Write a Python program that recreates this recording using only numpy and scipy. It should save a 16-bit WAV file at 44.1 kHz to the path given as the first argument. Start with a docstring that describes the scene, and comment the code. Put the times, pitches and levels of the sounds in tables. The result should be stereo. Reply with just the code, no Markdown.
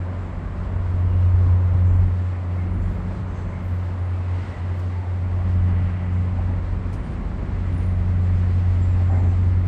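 """River bank by a highway bridge

City dusk, in stereo from the bank. A heavy engine drones far off, fading in and out on the air, over
low traffic rumble. Tyres wash in from the bridge on the right and now and then knock over a joint.
Thin pings, ticks, rustles and scuffs sound near the microphone, squeals and faint twitter farther out,
and behind it all lies the wash of the streets."""
import sys
import numpy as np
from scipy import signal
from scipy.fft import rfft, irfft, next_fast_len
from scipy.io import wavfile

SR = 44100
rng = np.random.default_rng(int(sys.argv[2]) if len(sys.argv) > 2 else 0)


def unload_wav(signal):
    """Save mono or channel-first audio to the path in sys.argv[1] as 16-bit WAV at rate SR, clipped to [-1, 1]."""
    wavfile.write(
        sys.argv[1],
        SR,
        np.round(np.clip(np.atleast_2d(signal).T, -1, 1) * 32767).astype(np.int16),
    )


N = 426447
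T = np.arange(N) / SR
FROM_MIDDLE_S = T - T.mean()
FREQS = np.maximum(np.arange(N // 2 + 1) * SR / N, 1)
FFT_SIZE = next_fast_len(N, True)
FFT_HZ = np.arange(FFT_SIZE // 2 + 1) * SR / FFT_SIZE


def undb(db):
    """Decibels to gain."""
    return 10 ** (np.asarray(db) / 20)


def unit(x):
    """Scale to rms 1."""
    return x / np.sqrt(np.mean(x ** 2))


def pan(db):
    """Gains of the two sides, the left db louder than the right."""
    return undb(np.vstack([db / 2, -db / 2]))


def curves(table):
    """The columns of a curve table, one value a sample."""
    seconds, *columns = np.transpose(table)
    return [np.interp(T, seconds, column) for column in columns]


def walk(rate):
    """Smooth chance with spread 1, changing about rate times a second."""
    spectrum = rfft(rng.standard_normal(FFT_SIZE)) / (1 + (FFT_HZ / rate) ** 4)
    return unit(irfft(spectrum, FFT_SIZE))[:N]


def colour(points):
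    """Gain at each frequency from (Hz, dB) points."""
    hz, db = np.transpose(points)
    return undb(np.interp(np.log(FREQS), np.log(hz), db, left=-90, right=-90))


def resonance(hz, width_hz):
    """Gain at each frequency of a steep-sided resonance."""
    return 1 / (1 + ((FREQS ** 2 - hz ** 2) / (FREQS * width_hz)) ** 2)


def resonances(bands):
    """Summed gain of (Hz, width Hz, dB) resonances."""
    return sum(undb(db) * resonance(hz, width) for hz, width, db in bands)


def stereo_spectrum(size, likeness, lag_ms):
    """White noise spectra; likeness is the share common to both sides, reaching the left lag_ms late."""
    hz = np.arange(size // 2 + 1) * SR / size
    common, *apart = rfft(rng.standard_normal((3, size)))
    direct = np.array([common * np.exp(-2j * np.pi * hz * lag_ms / 1000), common])
    return np.sqrt(likeness) * direct + np.sqrt(1 - likeness) * np.array(apart)


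def noise(gain, likeness=0, lag_ms=0, pan_db=0):
    """Steady coloured stereo noise of rms 1."""
    share = np.interp(FFT_HZ, FREQS, np.broadcast_to(likeness, FREQS.shape))
    spectrum = stereo_spectrum(FFT_SIZE, share, lag_ms) * np.interp(FFT_HZ, FREQS, gain)
    return unit(irfft(spectrum, FFT_SIZE)[:, :N] * pan(pan_db))


def burst(start_s, gain, db, t60, rise_s, pan_db=0, likeness=0, lag_ms=0):
    """A track with one burst of coloured noise that swells, then dies by 60 dB in t60 seconds."""
    t, hz = np.arange(SR) / SR, np.arange(SR // 2 + 1)
    ring = unit(irfft(stereo_spectrum(SR, likeness, lag_ms) * np.interp(hz, FREQS, gain)))
    envelope = (1 - np.exp(-t / rise_s)) * undb(db - 60 * t / t60)
    start = int(start_s * SR)
    out = np.zeros((2, N))
    out[:, start:start + SR] = (ring * envelope * pan(pan_db))[:, :N - start]
    return out


def turning(hz, wander_hz, rate):
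    """Phase of a machine whose speed wanders a little."""
    return 2 * np.pi * (np.cumsum(hz + wander_hz * walk(rate)) / SR + rng.random())


def nearness(closest_s, rise_s, fall_s):
    """Gain of a source that comes closest and leaves again."""
    return 1 / (1 + ((T - closest_s) / np.where(T < closest_s, rise_s, fall_s)) ** 2)


# The far engine's firing tone and its octave as they reach the bank.
# Each row: time in seconds, relative level in dB.
FIRING_FADES = [(0, -24), (0.2, -29), (0.42, -36.5), (0.66, -29.5), (0.74, -24.5), (0.9, -21.5),
                (1.25, -16), (1.52, -15), (1.6, -17.5), (1.88, -14.5), (2.06, -15), (2.10, -20.5),
                (2.35, -23.5), (2.87, -23), (3.0, -29), (3.35, -28), (3.68, -27.5), (3.72, -22),
                (3.86, -25), (4.42, -22), (4.46, -37), (4.52, -31.5), (4.58, -36), (4.66, -24),
                (4.87, -25.5), (5.45, -20), (5.56, -17.5), (5.86, -19.5), (5.95, -25.5), (6.17, -20.5),
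                (6.95, -28), (7.1, -38), (7.25, -44), (7.4, -30.5), (7.68, -23), (8.29, -18), (9.37, -17),
                (9.67, -18)]
OCTAVE_FADES = [(0, -45), (0.6, -39), (1.3, -48.5), (1.8, -33), (2.15, -36.5), (2.37, -42), (2.62, -33.5),
                (3.1, -33), (4.0, -42.5), (4.6, -62), (5.6, -29.5), (6.35, -33), (6.7, -40), (7.6, -39),
                (7.85, -33.5), (8.3, -31.5), (8.8, -38.5), (9.67, -35)]
# Its weaker overtones. Each row: multiple of the firing tone, level midway through in dB.
OVERTONES = [(3, -50.5), (4, -56.5), (5, -63)]
FIRING_HZ = 90.1


def engine_drone(scatter_db=-38, clearing_db_per_s=0.63):
    """A far heavy engine: tone and octave fade separately as their paths over the water interfere."""
    (tone_db,), (octave_db,) = curves(FIRING_FADES), curves(OCTAVE_FADES)
    phase = turning(FIRING_HZ, wander_hz=.1, rate=1.31) + np.array([[-.105], [.105]])  # right side first
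    out = undb(tone_db + 0.5 * walk(18)) * np.sin(phase)
    out += undb(octave_db - 1.9) * np.sin(2 * phase)
    # A weaker, wavering path over the water beats against the direct tone.
    out += undb(scatter_db) * (walk(15) * np.sin(phase) + walk(15) * np.cos(phase)) / np.sqrt(2)
    for multiple, db in OVERTONES:
        level_db = db + clearing_db_per_s * FROM_MIDDLE_S + 1.5 * walk(4.8)
        out += undb(level_db) * np.sin(multiple * phase)
    sway_db = .55 + .3 * walk(.7)  # the tone drifts a little between the sides
    return np.sqrt(2) * out * pan(sway_db)


# The deep rumble at the bank, steady between its lulls. Each row: time in seconds, relative level in dB.
RUMBLE_LEVEL = [(0, -45), (0.2, -33), (0.7, -27.5), (1.52, -26), (1.62, -38), (1.85, -26), (2.06, -24.5),
                (2.2, -47), (2.52, -45), (2.8, -23.5), (3.2, -34), (3.5, -32.5), (4.07, -43.5),
                (4.5, -40.5), (5.2, -44.5), (5.3, -33), (5.6, -28.5), (5.85, -26.5), (5.98, -35.5),
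                (6.3, -28.5), (7.0, -28), (7.6, -28), (9.67, -29.5)]
# Far exhaust noise, deep and upper. Each row: frequency in Hz, relative level in dB.
DEEP_SPECTRUM = [(15, -19.5), (28, -7), (42, 1), (70, 1.5), (95, -11), (130, -20.5), (250, -55.5)]
UPPER_SPECTRUM = [(60, -18), (105, -1), (165, -0.5), (250, -6.5), (300, -12), (600, -23), (1500, -58.5)]
# Other engines humming in the distance. Each row: pitch in Hz, base level in dB.
ENGINE_HUMS = [(29, -46), (42.6, -28.5), (57.5, -34.5), (69, -41), (112.5, -49.5), (137, -50.5), (156, -46),
               (218, -50), (240, -52), (337, -56.5)]
# Heavy vehicles swelling in the low mids. Each row: loudest moment, rise and fall in seconds,
# centre and width in Hz, peak level in dB.
TRUCKS = [(1.5, 0.45, 0.56, 512, 29.95, -51.5), (2.72, 0.16, 0.19, 328.5, 129, -42),
          (4.4, .4, .5, 384, 59.8, -52)]
NO_LULL_DB, BUSIER_DB_PER_S = -25.5, 0.2151  # the bridge slowly gets busier


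def traffic_rumble(upper_lull_share=0.28):
    """Exhaust noise and hums of far vehicles sink together in lulls; long waves reach both sides alike."""
    (deep_db,) = curves(RUMBLE_LEVEL)
    lull_db = deep_db - NO_LULL_DB
    deep = noise(colour(DEEP_SPECTRUM), likeness=0.9, lag_ms=0.21, pan_db=2)
    deep *= undb(deep_db - 3.5 + 0.6 * walk(6))
    upper = noise(colour(UPPER_SPECTRUM), likeness=0.88, lag_ms=0.25)
    upper *= undb(-34.5 + 0.2 * FROM_MIDDLE_S + upper_lull_share * lull_db + 1.3 * walk(13))
    out = deep + upper
    for hz, db in ENGINE_HUMS:
        lull_share = 1 if hz < FIRING_HZ else upper_lull_share
        swell_db = lull_share * lull_db + BUSIER_DB_PER_S * FROM_MIDDLE_S + 0.38 * walk(2.9)
        out += undb(db + swell_db) * np.sqrt(2) * np.sin(turning(hz, wander_hz=0.25, rate=0.81))
    for s, rise, fall, hz, width, db in TRUCKS:
        truck = noise(resonance(hz, width), likeness=0.81, lag_ms=0.25)
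        out += truck * undb(db) * nearness(s, rise, fall)
    return out


# Tyre roar and hiss, heard from beside the bridge. Each row: frequency in Hz, relative level in dB.
ROAR_SPECTRUM = [(150, -18), (400, 2), (600, -2), (800, 4.5), (1100, 1), (1270, 3.5), (1460, 1), (1750, 0),
                 (2050, -1.5), (2500, -10), (3200, -17), (5000, -46)]
HISS_SPECTRUM = [(1200, -13.5), (2500, 4), (4300, 2.5), (6000, -5.5), (8500, -6.5), (10000, -28.5),
                 (15000, -33)]
# The whine of the tread. Each row: centre and width in Hz, relative level in dB.
TREAD_BANDS = [(1970, 98, 1), (2820, 590, -12.5)]
# Single vehicles standing out on the bridge. Each row: loudest moment, rise and fall in seconds,
# then levels of roar, hiss and whine in dB.
PASSES = [(4.42, 0.11, 0.35, -41.5, -55, -51.5), (5.88, 0.31, 0.33, -43, -69, -51),
          (7.72, 0.11, 0.09, -48.5, -64, -54), (8.5, 0.31, 0.8, -49, -57, -58)]


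def tyres(steady_roar_db=-42.5, steady_hiss_db=-59):
    """Tyres roll over the bridge on the right; each pass adds its power to the steady flow."""
    flow = undb(BUSIER_DB_PER_S * FROM_MIDDLE_S)
    power = np.outer([undb(steady_roar_db), undb(steady_hiss_db), 0], flow) ** 2
    for s, rise, fall, *levels_db in PASSES:
        power += np.outer(undb(levels_db), nearness(s, rise, fall)) ** 2
    roar_gain, hiss_gain, whine_gain = np.sqrt(power)
    direct_share = 1 / (1 + (FREQS / 2100) ** 6)  # the higher the roar, the more scattered it arrives
    roar = noise(colour(ROAR_SPECTRUM), direct_share, lag_ms=0.37, pan_db=-6) * undb(0.65 * walk(11))
    hiss = noise(colour(HISS_SPECTRUM), likeness=0.024, pan_db=0.1) * undb(1.1 * walk(7.6))
    whine = noise(resonances(TREAD_BANDS), pan_db=-10.5)
    return roar * roar_gain + hiss * hiss_gain + whine * whine_gain


# Wheels crossing a joint up on the bridge. 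Each row: start in seconds, levels of deck ring, dull body
# and plate clank in dB, decay time in seconds.
JOINT_HITS = [(2.61, -56, -44, -70, .7), (3.1, -60, -34, -71, .4), (5.03, -42, -60, -71, 0.95),
              (5.36, -37.5, -54, -63, 0.47), (6.37, -34, -48, -60, 0.25), (6.48, -39, -33, -60, 0.39),
              (8.99, -36, -55, -70, 0.23), (9.085, -36, -42.5, -70, 0.45), (9.12, -32.5, -26, -36, 0.31),
              (9.17, -35, -33.5, -59, 0.35), (9.225, -45, -28.5, -59, 0.33), (9.32, -40, -50, -70, .25)]
# Modes of the deck and the joint's steel plate. Each row: centre and width in Hz, relative level in dB.
DECK_MODES = [(615, 130, -1), (780, 86, 2.5), (1020, 120, -11), (1280, 120, -13.5)]
PLATE_MODES = [(1520, 180, -3.5), (1850, 180, -3.5), (2080, 110, 1)]
# The dull body of a knock. Each row: frequency in Hz, relative level in dB.
BODY_SPECTRUM = [(130, -13), (245, 15.5), (320, 2.5), (450, 0), (620, 1.5), (950, -8.5), (1500, -12),
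                 (2100, -16.5), (2800, -34)]
# Deep booms under heavy loads. Each row: start in seconds, level in dB.
BOOMS = [(1.489, -27), (1.729, -23), (2.031, -25), (3.155, -20), (4.471, -30)]


def joint_knocks():
    """Wheels strike a joint: the deck rings, a hard hit clanks the plate, heavy loads make it boom."""
    deck, plate, body = resonances(DECK_MODES), resonances(PLATE_MODES), colour(BODY_SPECTRUM)
    out = np.zeros((2, N))
    for s, ring_db, body_db, clank_db, t60 in JOINT_HITS:
        out += burst(s, deck, ring_db, t60, rise_s=0.0064, pan_db=-3, likeness=0.7, lag_ms=0.27)
        out += burst(s, body, body_db, t60, rise_s=0.0051, pan_db=1, likeness=1, lag_ms=0.31)
        out += burst(s, plate, clank_db, t60, rise_s=0.012, pan_db=-4)
    boom = resonance(hz=85, width_hz=64)
    for s, db in BOOMS:
        out += burst(s, boom, db, t60=0.43, rise_s=0.0055, likeness=0.86, lag_ms=0.32)
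    return out


# Squeals far off to the right. Each row: start in seconds, pitch in Hz, level in dB, decay in seconds.
SQUEALS = [(1.05, 2840, -53.5, 0.91), (2.57, 2150, -43, .45), (3.51, 2130, -43.5, 0.45),
           (4.099, 2600, -52, 0.96), (4.951, 890, -37, 0.41), (8.879, 2500, -48, 0.5),
           (8.90, 2730, -58, 0.38)]


def far_squeals():
    """Narrow bands of noise swell and fade; the longer ones also rise more slowly."""
    return sum(burst(s, resonance(hz, .075 * hz), db, t60, rise_s=0.091 * t60, pan_db=-11.5)
               for s, hz, db, t60 in SQUEALS)


# One thin whistle, right of centre. Each row: time in seconds, pitch in Hz, level in dB.
WHISTLE_CURVE = [(8.79, 7400, -78), (8.826, 7380, -46.5), (8.87, 7410, -57), (8.93, 7390, -57),
                 (9.01, 7390, -68), (9.03, 7400, -62.5), (9.085, 7350, -59), (9.12, 7300, -56),
                 (9.21, 7430, -66), (9.35, 7320, -79.5)]


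def whistle(left_lag_ms=.06):
    """A nearly pure squeal, perhaps a far brake, that catches and sags in pitch as it dies."""
    hz, db = curves(WHISTLE_CURVE)
    sounding = (T > WHISTLE_CURVE[0][0]) & (T < WHISTLE_CURVE[-1][0])
    lag_s = np.array([[left_lag_ms / 1000], [0]])
    phase = turning(hz, wander_hz=14, rate=60) - 2 * np.pi * hz * lag_s
    return np.sqrt(2) * np.sin(phase) * sounding * undb(db + 1.6 * walk(45)) * pan(-3.5)


# Pings nearby, a little to the right. Each row: start in seconds, pitch and width in Hz, level in dB,
# decay and rise in seconds.
PINGS = [(2.69, 9455, 45, -63.5, 1.5, 0.09), (3.97, 9530, 100, -68.5, 1.1, .02),
         (6.925, 2400, 700, -47, .14, .003), (6.93, 8740, 40, -65, 1.4, .004),
         (7.72, 9310, 140, -55, .85, 0.035), (8.82, 9640, 60, -65, 0.77, .06)]


def pings():
    """Thin metallic rings trail off over the water."""
    return sum(burst(s, resonance(hz, width), db, t60, rise, pan_db=-2.5)
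               for s, hz, width, db, t60, rise in PINGS)


# Ticks close to the microphone. Each row: start in seconds, level in dB, left minus right in dB.
TICKS = [(1.93, -60, -4), (2.819, -60, -1), (4.79, -54, 0), (6.925, -46.5, -2)]


def ticks():
    """Sharp, short bursts of broad treble noise."""
    band = resonance(hz=5630, width_hz=4800)
    return sum(burst(s, band, db, t60=0.14, rise_s=0.0057, pan_db=pan_db) for s, db, pan_db in TICKS)


# Rustles close by, near the centre. Each row: start in seconds, level in dB, decay in seconds.
RUSTLES = [(1.0, -68, .4), (1.92, -66, 0.62), (2.52, -71, 1.1), (2.90, -65, 0.51), (3.62, -61, 0.55),
           (3.71, -69, 0.99), (4.76, -58, 0.23), (5.3, -78, 1.5), (8.53, -72, 0.47)]


def rustles():
    """Soft puffs of very high noise."""
    band = resonance(hz=12600, width_hz=7000)
    return sum(burst(s, band, db, t60, rise_s=.025, pan_db=-0.5) for s, db, t60 in RUSTLES)


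# Scuffs nearby. Each row: start in seconds, level in dB, decay in seconds, left minus right in dB.
SCUFFS = [(.16, -63.5, .7, 3), (1.84, -59.5, 0.72, -4), (2.17, -67, .8, -8), (2.79, -61.5, 0.79, -7),
          (6.1, -67, 1.2, -3), (7.63, -64.5, .7, 0), (8.19, -60, 0.71, -1), (9.13, -60, 1.4, 0)]
# The bands they sound through. Each row: centre and width in Hz, relative level in dB.
SCUFF_BANDS = [(6300, 400, -8.5), (7400, 450, 4), (6600, 3100, -13)]


def scuffs():
    """Brief hisses with a soft onset, all of one colour."""
    bands = resonances(SCUFF_BANDS)
    return sum(burst(s, bands, db, t60, rise_s=0.038, pan_db=pan_db) for s, db, t60, pan_db in SCUFFS)


# Faint flurries far off. Each row: loudest moment, rise and fall in seconds, relative level in dB.
TWITTER_FLURRIES = [(1.88, .06, .1, -71), (3.42, .2, 0.22, -67), (9.3, .1, .15, -68)]
# Their two bands. Each row: centre and width in Hz, relative level in dB.
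TWITTER_BANDS = [(6270, 450, -2), (7650, 500, -3.5)]


def twitter(flicker_db=3):
    """High twitter, blurred by distance into a flickering shimmer."""
    swell = sum(undb(db) * nearness(s, rise, fall) ** 2 for s, rise, fall, db in TWITTER_FLURRIES)
    return swell * sum(noise(resonance(hz, width)) * undb(db + flicker_db * walk(25))
                       for hz, width, db in TWITTER_BANDS)


def sizzle(from_s=0.71, to_s=5.7, fade_s=.3, level_db=-83):
    """A fine, flickering hiss close by on the left fades in and out."""
    fade = np.clip(np.minimum(T - from_s, to_s - T) / fade_s, 0, 1)
    hiss = noise(resonance(hz=10500, width_hz=10000), pan_db=3.5)
    return hiss * fade * undb(level_db + 1.3 * walk(8))


# The streets all around the bank. Each row: frequency in Hz, relative level in dB.
STREET_SPECTRUM = [(100, -1.5), (270, 0.5), (400, 0.5), (470, -1), (580, 3), (800, -3), (1050, 0.5),
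                   (1500, -6), (2000, -17.5), (2700, -21.5), (4000, -33), (5700, -42), (6300, -38),
                   (6850, -48), (7350, -31.5), (7900, -41.5), (8800, -42), (10000, -58.5), (15500, -54)]


def streets(base_db=-40, easing_db_per_s=0.31, lull_share=0.034, alike_hz=680):
    """The wash of the streets slowly eases off, a little left; only its bass is alike on both sides."""
    (deep_db,) = curves(RUMBLE_LEVEL)
    lull_db = deep_db - NO_LULL_DB
    level_db = base_db - easing_db_per_s * FROM_MIDDLE_S + lull_share * lull_db + 0.39 * walk(1.7)
    likeness = np.exp(-(FREQS / alike_hz) ** 2)
    return noise(colour(STREET_SPECTRUM), likeness, lag_ms=0.086, pan_db=1) * undb(level_db)


def scene():
    """Everything that reaches the microphone on the bank."""
    traffic = engine_drone() + traffic_rumble() + tyres() + streets() + joint_knocks()
    small_sounds = pings() + far_squeals() + ticks() + rustles() + scuffs() + whistle()
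    return traffic + small_sounds + twitter() + sizzle()


def record(dry):
    """A 4 ms fade-in; the recorder cuts the top above 15.7 kHz."""
    lowpass = signal.ellip(8, .2, 70, 15700, fs=SR, output="sos")
    return signal.sosfilt(lowpass, dry * np.minimum(T / .004, 1))


dry = scene()
out = record(dry)
unload_wav(out)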